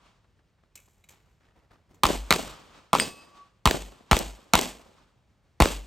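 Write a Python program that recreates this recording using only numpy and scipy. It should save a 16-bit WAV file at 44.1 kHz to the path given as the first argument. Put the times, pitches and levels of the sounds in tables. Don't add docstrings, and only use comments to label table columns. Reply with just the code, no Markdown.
import sys
import numpy as np
from scipy.fft import rfft, irfft, next_fast_len
from scipy.io import wavfile
from scipy.ndimage import map_coordinates

SR = 44100
rng = np.random.default_rng(int(sys.argv[2]) if len(sys.argv) > 2 else 0)


def wav_record(signal):
    frames = np.transpose(np.atleast_2d(signal))
    bounded = np.clip(frames, -1, 1)
    quanta = np.round(bounded * 32767).astype(np.int16)
    wavfile.write(sys.argv[1], SR, quanta)


N = 258822
AGE = np.arange(SR) / SR
CLOCK = np.arange(N) / SR

# (per Hz, relative)
AIR_SPECTRUM = [(15, -54.5), (25, -21), (48, 1.5), (97, -1.5), (206, -10), (256, -14.5), (489, -17.5),
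                (695, -19.5), (775, -20), (3340, -29.5), (6380, -35.5), (16000, -49)]
# delay_s, level_db (relative), rise_s, fade_s (for 60 dB)
TREE_LINES = [(0.289, -0.5, 0.098, 0.96), (0.443, .5, 0.075, .55)]
# start_s, level_db, fade_s (for 60 dB), ring_db (ringing compared with rattle)
GEAR_CLICKS = [(.755, -39, 0.053, -19), (.772, -57, .11, 2.5), (.857, -63, 0.035, -10),
               (1.039, -57.5, 0.044, 3), (1.088, -47.5, .05, -9), (1.103, -54, 0.12, -17),
               (1.944, -61, 0.06, -30)]
# (per Hz, relative)
RATTLE_SPECTRUM = [(100, -6), (700, -8.5), (1900, -6), (3100, -3), (5000, -7.5), (7200, 4), (9500, -7.5),
                   (12000, -1.5), (16000, -13.5)]
# pitch_hz, level_db (relative, before a random change)
BUCKLE_TONES = [(2180, -4), (2340, 1), (2560, -4.5), (2950, -6), (3900, -5)]
# start_s, level_db (relative), bend_hz (treble falls above it), fade_s (for 60 dB)
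FOOTFALLS = [(1.09, -61.5, 2400, 0.5), (1.284, -66, 1500, .09), (1.401, -63.5, 1980, .15),
             (1.44, -63.5, 1800, 0.21), (1.552, -55.5, 898, 0.18), (1.621, -62.5, 900, 0.19),
             (1.705, -55, 1080, 0.2), (1.739, -58, 1194, .1), (1.885, -60, 396.7, 0.59)]
# start_s, blast_db, treble_db, thump_db, boom_db, screen_delay_s, screen_db, bank_db, far_db
SHOTS = [(2.0343, -0.5, 1.5, -11, 1, 0.019, -5.5, -15.5, -45),
         (2.3065, -1, 2.5, -17, -13, .0184, -2.5, -14, -52.5),
         (2.9310, -1.5, 0.5, -31, -28, 0.02, -3, -13.5, -57),
         (3.6558, -.5, 2, -3, -5, 0.018, -3.5, -6.5, -59),
         (4.1125, -1.5, 2, -1, -4, .0175, -2.5, -7.5, -59),
         (4.5355, .5, 2, -14, -19, .0176, -2.5, -9.5, -60), (5.6022, 0, -1.5, 3, -.5, 0.019, 2, -6, -59)]
# (per Hz, relative)
BLAST_SPECTRUM = [(40, -23), (150, -10), (300, -5), (520, -7.5), (750, -3), (1100, 0.5), (1300, -2.5),
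                  (1550, -12), (2300, -9.5), (4300, -12), (5500, -18), (8000, -17.5), (12000, -19.5),
                  (16000, -31.5)]
# (per Hz, relative)
SCATTER_SPECTRUM = [(30, -8.5), (100, -2.5), (200, 3.5), (500, -4.5), (800, -3), (1500, -11), (3000, -5),
                    (5500, -12), (8000, -9), (10000, -19.5), (12000, -16.5), (16000, -31)]
# start_s, level_db (relative), brightest_hz
IMPACTS = [(2.0658, -11.5, 5004), (2.3374, -14, 4960), (4.1895, -14, 6480), (4.6123, -13.5, 6004),
           (5.6408, -22, 6000)]
# pitch_hz, level_db, fade_s (for 60 dB)
PLATE_TONES = [(1137, -49, 1.2), (2592, -41.5, .6), (2760, -46, 0.43), (3300, -48, .35), (4380, -43, .35),
               (4895, -23.5, .12), (4900, -43, 0.66), (6770, -36.5, 0.2), (8300, -25.5, 0.11),
               (8335, -23, 0.058), (8350, -47, 0.52), (8730, -24.5, 0.079), (8700, -39.5, 0.41)]
# pitch_hz, left_lead_radians
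MICROPHONE_PHASE = [(300, .1), (1300, 0), (1600, -.6), (2100, 0), (3000, .65), (4500, .4), (6500, 0),
                    (8400, .1), (10280, -3.14), (12000, -6.28), (13800, -9.42), (15300, -12.4)]

# pitch_hz, level_db (relative)
FAR_SPECTRUM = [(25, -9), (48, 2.5), (75, -6.5), (150, 2.0), (450, -4.5), (1150, 2.0),
                (1800, -7.5), (3200, -7), (8000, -19), (13000, -34.0)]
GROUND_COLOUR = [(200, 7.5), (900, 1.5), (2000, 1.5), (8000, -12.0)]
SCREEN_COLOUR = [(300, 0.5), (1100, 0.5), (3000, -0.5), (8000, -3)]
SOFT_EARTH_SPECTRUM = [(100, -24.0), (300, -5), (430, -2.0), (620, -5.0), (1200, -21.0), (4000, -41.5)]
FENCE_COLOUR = [(300, 2.0), (1200, 0.5), (3000, 1), (8000, -10.5)]
LONG_PATH_COLOUR = [(200, 0.0), (1200, 8), (4000, -6.5), (8000, -4.5), (12000, -26)]
ROLL_SPECTRUM = [(60, -23.5), (160, -5.5), (310, -1.0), (540, -2.0), (800, -7), (1500, -16), (5000, -46)]
CLANK_SPECTRUM = [(200, -21.0), (1000, -11.5), (2000, 4.0), (3100, -1.0), (4300, -14.5),
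                  (8000, -18), (16000, -25.5)]

AIR_DB, AIR_DRIFT_DB, AIR_FLICKER_DB = -67, .8, 1.0
EARLIER_SHOT_AGO_S, EARLIER_ECHO_DB = .38, -61
RUN_START_S, RUN_END_S = .2, 2.0
CRUNCH_QUIETEST_DB, CRUNCH_RANGE_DB, CRUNCH_T60_S, CRUNCH_BEND_HZ = -65.75, 5, .07, 1300
FENCE_DB, FENCE_ATTACK_S, FENCE_HOLD_S, FENCE_SAG_DB_PER_S, FENCE_T60_S = -21.5, .003, .031, 70, .06
TREES_DB, TREES_ATTACK_S, TREES_HOLD_S, TREES_SAG_DB_PER_S, TREES_T60_S = -31, .0055, .089, 23.5, .36
ROLL_DB, ROLL_ATTACK_S, ROLL_HOLD_S, ROLL_T60_S = -35, .044, .061, .16
TREES_TAIL_DB, ROLL_TAIL_DB, TAIL_T60_S = -14.5, -7.5, 1.01
THUMP_DB, THUMP_PEAK_S, THUMP_WIDTH_S = -12, .021, .015
THUMP_START_HZ, THUMP_REST_HZ, THUMP_FALL_S = 210, 49.3, .012
THUMP_ECHO_S, THUMP_ECHO_DB = .028, -20.5
BOOM_DB, BOOM_HZ, BOOM_PEAK_S, BOOM_WIDTH_S = -32, 49.5, .155, .082
PLATE_S = 2.9988
SWELL_S, SWELL_DB, SWELL_RISE_S, SWELL_T60_S = 3.42, -46, .16, .18
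OVERLOAD_LEVEL, TOP_HZ = .64, 15900


def amp(db):
    return 10 ** (np.asarray(db) / 20)


def unit(x):
    return x / np.sqrt(np.mean(x ** 2) + 1e-20)


def add(track, s, x):
    start = round(s * SR)
    x = x[..., max(-start, 0):]
    part = track[..., max(start, 0):][..., :x.shape[-1]]
    part += x[..., :part.shape[-1]]


def colour(x, points):
    n = x.shape[-1]
    m = 2 * next_fast_len(n // 2 + 4096)
    hz, db = np.transpose(points)
    gain_db = np.interp(np.log(np.fft.rfftfreq(m, 1 / SR) + 1), np.log(hz), db)
    cepstrum = irfft(np.log(amp(gain_db)))
    cepstrum[1:m // 2] *= 2
    cepstrum[m // 2 + 1:] = 0
    return irfft(rfft(x, m) * np.exp(rfft(cepstrum)), m)[..., :n]


def wobble(rate, size=SR):
    points = rng.standard_normal(int(size * rate / SR) + 4)
    return map_coordinates(points, [np.arange(size) * rate / SR])


def wash(spectrum, side_db, size=SR):
    mid, side = colour(rng.standard_normal((2, size)), spectrum)
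    side = amp(side_db) * side
    return unit(np.array([mid + side, mid - side]))


def hump(hz, below_db, above_db):
    return [(hz / 16, 2 * below_db), (hz / 4, below_db), (hz, 0), (hz * 4, above_db)]


def envelope(attack_s, hold_s, t60, sag_db_per_s=0):
    held = np.clip(AGE - attack_s, 0, hold_s)
    released = np.maximum(AGE - attack_s - hold_s, 0)
    rise = np.minimum(AGE / attack_s, 1) ** 2
    return rise * amp(-sag_db_per_s * held - 60 * released / t60)


def with_tail(shape, tail_db):
    tail = amp(tail_db - 60 * AGE / TAIL_T60_S) * np.maximum.accumulate(shape)
    return np.hypot(shape, tail)


def swell(peak_s, width_s):
    return np.exp(-((AGE - peak_s) / width_s) ** 2)


def crest(t, rise_s, t60):
    return amp(np.minimum(20 * t / rise_s, -60 * t / t60))


def tap(sound, t60, rise_s):
    contact = amp(-60 * AGE / t60)
    answer = amp(-26.0 - 60 * AGE / 1.1)
    rise = 1 - np.exp(-AGE / rise_s)
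    grit = unit(amp(3 * wobble(300)))
    return grit * (contact + answer) * rise * sound


def breeze():
    drift_db = AIR_DRIFT_DB * wobble(1.1, size=N)
    flicker_db = AIR_FLICKER_DB * wobble(29, size=N)
    return amp(AIR_DB + drift_db + flicker_db) * wash(AIR_SPECTRUM, side_db=-12, size=N)


def far_echo():
    power = sum((amp(db) * crest(AGE - delay_s, rise_s, t60)) ** 2
                for delay_s, db, rise_s, t60 in TREE_LINES)
    return np.sqrt(power) * amp(1.5 * wobble(40)) * wash(FAR_SPECTRUM, side_db=-7.5)


def earlier_shot():
    out = np.zeros((2, N))
    add(out, -EARLIER_SHOT_AGO_S, amp(EARLIER_ECHO_DB) * far_echo())
    return out


def crunches(count):
    out = np.zeros((2, N))
    spectrum = hump(CRUNCH_BEND_HZ, below_db=0, above_db=-20.5) + [(16000, -41)]
    for k, (late, size) in enumerate(rng.random((count, 2))):
        gravel = tap(wash(spectrum, side_db=-9), CRUNCH_T60_S, rise_s=.002)
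        s = RUN_START_S + (k + late) / count * (RUN_END_S - RUN_START_S)
        add(out, s, amp(CRUNCH_QUIETEST_DB + CRUNCH_RANGE_DB * size) * gravel)
    return out


def gear():
    out = np.zeros((2, N))
    for s, db, t60, ring_db in GEAR_CLICKS:
        ring = np.zeros(SR)
        for hz, level_db in BUCKLE_TONES:
            tone = np.sin(2 * np.pi * hz * AGE + wobble(150))
            ring += amp(level_db + rng.normal(0, 3.9)) * tone
        click = wash(RATTLE_SPECTRUM, side_db=-18.5) + amp(ring_db) * unit(ring)
        add(out, s, amp(db) * tap(click, t60, rise_s=.00088))
    return out


def footfalls():
    out = np.zeros((2, N))
    for s, db, hz, t60 in FOOTFALLS:
        gravel = wash(hump(hz, below_db=2.0, above_db=-17) + [(16000, -33)], side_db=-9.5)
        add(out, s, amp(db + 4.0) * tap(gravel, t60, rise_s=.013))
    return out


def crack(spectrum, spread_s, ragged, side_db=-11):
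    u = AGE / spread_s
    wake = rng.standard_normal((2, SR)) * u * np.exp(-u ** 2 / 4)
    mid = ragged * unit(wake[0])
    side = ragged * amp(side_db) * unit(wake[1])
    add(mid, spread_s, np.array([np.sqrt(SR)]))
    return unit(colour(np.array([mid + side, mid - side]), spectrum)) / np.sqrt(1000)


def wall_slap(direct):
    scrambled = crack(BLAST_SPECTRUM, spread_s=.00071, ragged=3.0, side_db=-15.0)
    return amp(-3) * direct + amp(-5.5) * scrambled


def bank_slap():
    bank = crack(hump(3200, below_db=-2, above_db=-16), spread_s=.00091, ragged=4.5)
    earth = crack(SOFT_EARTH_SPECTRUM, spread_s=.00072, ragged=.58)
    add(bank, .0018, amp(2.5) * earth)
    return bank


def blast(screen_s, screen_db, bank_db):
    direct = crack(BLAST_SPECTRUM, spread_s=.0007, ragged=1.9, side_db=-17)
    ground = colour(wall_slap(direct), GROUND_COLOUR)
    screen = colour(wall_slap(direct), SCREEN_COLOUR)
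    fence_shape = envelope(FENCE_ATTACK_S, FENCE_HOLD_S, FENCE_T60_S, FENCE_SAG_DB_PER_S)
    fence_noise = colour(wash(BLAST_SPECTRUM, side_db=-11.0), FENCE_COLOUR)
    out = direct + amp(FENCE_DB + 2 * wobble(500)) * fence_shape * fence_noise
    add(out, .0058, amp(-4.5) * ground)
    add(out, screen_s, amp(screen_db) * screen)
    add(out, .0538, amp(bank_db - 6.0) * bank_slap())
    return out


def thump(thump_db, boom_db):
    push = np.cos(2 * np.pi * 205 * (AGE - .009)) * swell(peak_s=.007, width_s=.004)
    push_gain = amp(-14.0 + 0.11 * thump_db)
    hz = THUMP_REST_HZ + (THUMP_START_HZ - THUMP_REST_HZ) * np.exp(-(AGE / THUMP_FALL_S) ** 2)
    heave_tone = np.sin(2 * np.pi * np.cumsum(hz) / SR + 3.2)
    heave = amp(THUMP_DB) * swell(THUMP_PEAK_S, THUMP_WIDTH_S) * heave_tone
    add(heave, THUMP_ECHO_S, amp(THUMP_ECHO_DB) * heave)
    boom_tone = np.sin(2 * np.pi * BOOM_HZ * AGE + .45 * wobble(22))
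    boom = amp(BOOM_DB) * swell(BOOM_PEAK_S, BOOM_WIDTH_S) * boom_tone
    low = push_gain * push + amp(thump_db) * heave + amp(boom_db) * boom
    return low * amp([[.5], [-.5]])


def trees():
    early = wash(SCATTER_SPECTRUM, side_db=-16)
    late = colour(early, LONG_PATH_COLOUR)
    late_share = np.clip(AGE / 0.8, 0, 1) ** 2.5
    clumps_db = 1.8 * wobble(350) + 1.5 * wobble(60)
    shape = envelope(TREES_ATTACK_S, TREES_HOLD_S, TREES_T60_S, TREES_SAG_DB_PER_S)
    noise = early * (1 - late_share) + late * late_share
    return noise * amp(TREES_DB + clumps_db) * with_tail(shape, TREES_TAIL_DB)


def bank_roll():
    lumps = unit(amp(4.5 * wobble(110)))
    shape = with_tail(envelope(ROLL_ATTACK_S, ROLL_HOLD_S, ROLL_T60_S), ROLL_TAIL_DB)
    return amp(ROLL_DB) * wash(ROLL_SPECTRUM, side_db=-3) * lumps * shape


def pistol():
    out = np.zeros((2, N))
    for s, blast_db, treble_db, thump_db, boom_db, screen_s, screen_db, bank_db, far_db in SHOTS:
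        bang = colour(blast(screen_s, screen_db, bank_db), [(1200, 0), (2200, treble_db)])
        add(out, s, amp(blast_db - 3.0) * bang)
        add(out, s, thump(thump_db, boom_db))
        add(out, s, trees() + bank_roll() + amp(far_db) * far_echo())
    return out


def impacts():
    out = np.zeros((2, N))
    for s, db, hz in IMPACTS:
        strike = crack(hump(hz, below_db=-14.5, above_db=-15.5), spread_s=.00059, ragged=2.5)
        add(out, s, amp(db - 6.0) * strike)
    return out


def plate():
    out = np.zeros((2, N))
    clank = crack(CLANK_SPECTRUM, spread_s=.0003, ragged=.73)
    ring = np.zeros(SR)
    for hz, db, t60 in PLATE_TONES:
        level_db = db - 60 * AGE / t60 + 2.6 * wobble(25)
        ring += amp(level_db) * np.sin(2 * np.pi * hz * AGE + .4 * wobble(80))
    splash_noise = wash(hump(3500, below_db=-7, above_db=-13.0), side_db=-13.0)
    splash = amp(-36.5 - 60 * AGE / 0.33) * splash_noise
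    add(out, PLATE_S, amp(-9.5) * clank + ring + splash)
    return out


def plate_swell():
    lowest_hz = PLATE_TONES[0][0]
    low_note = np.sin(2 * np.pi * lowest_hz * CLOCK + .3 * wobble(50, size=N))
    return amp(SWELL_DB) * crest(CLOCK - SWELL_S, SWELL_RISE_S, SWELL_T60_S) * low_note


def scene():
    before_firing = breeze() + earlier_shot() + crunches(count=14) + gear() + footfalls()
    return before_firing + pistol() + impacts() + plate() + plate_swell()


def record(dry):
    squashed = dry / (1 + np.abs(dry / OVERLOAD_LEVEL) ** 4) ** (1 / 4)
    m = next_fast_len(N + SR // 2)
    hz = np.fft.rfftfreq(m, 1 / SR)
    phase = np.interp(hz, *np.transpose(MICROPHONE_PHASE))
    turn = np.exp(.5j * np.outer([1, -1], phase))
    band = 1 / np.sqrt(1 + (hz / TOP_HZ) ** 140)
    return irfft(rfft(squashed, m) * turn * band, m)[:, :N]


dry = scene()
out = record(dry)
wav_record(out)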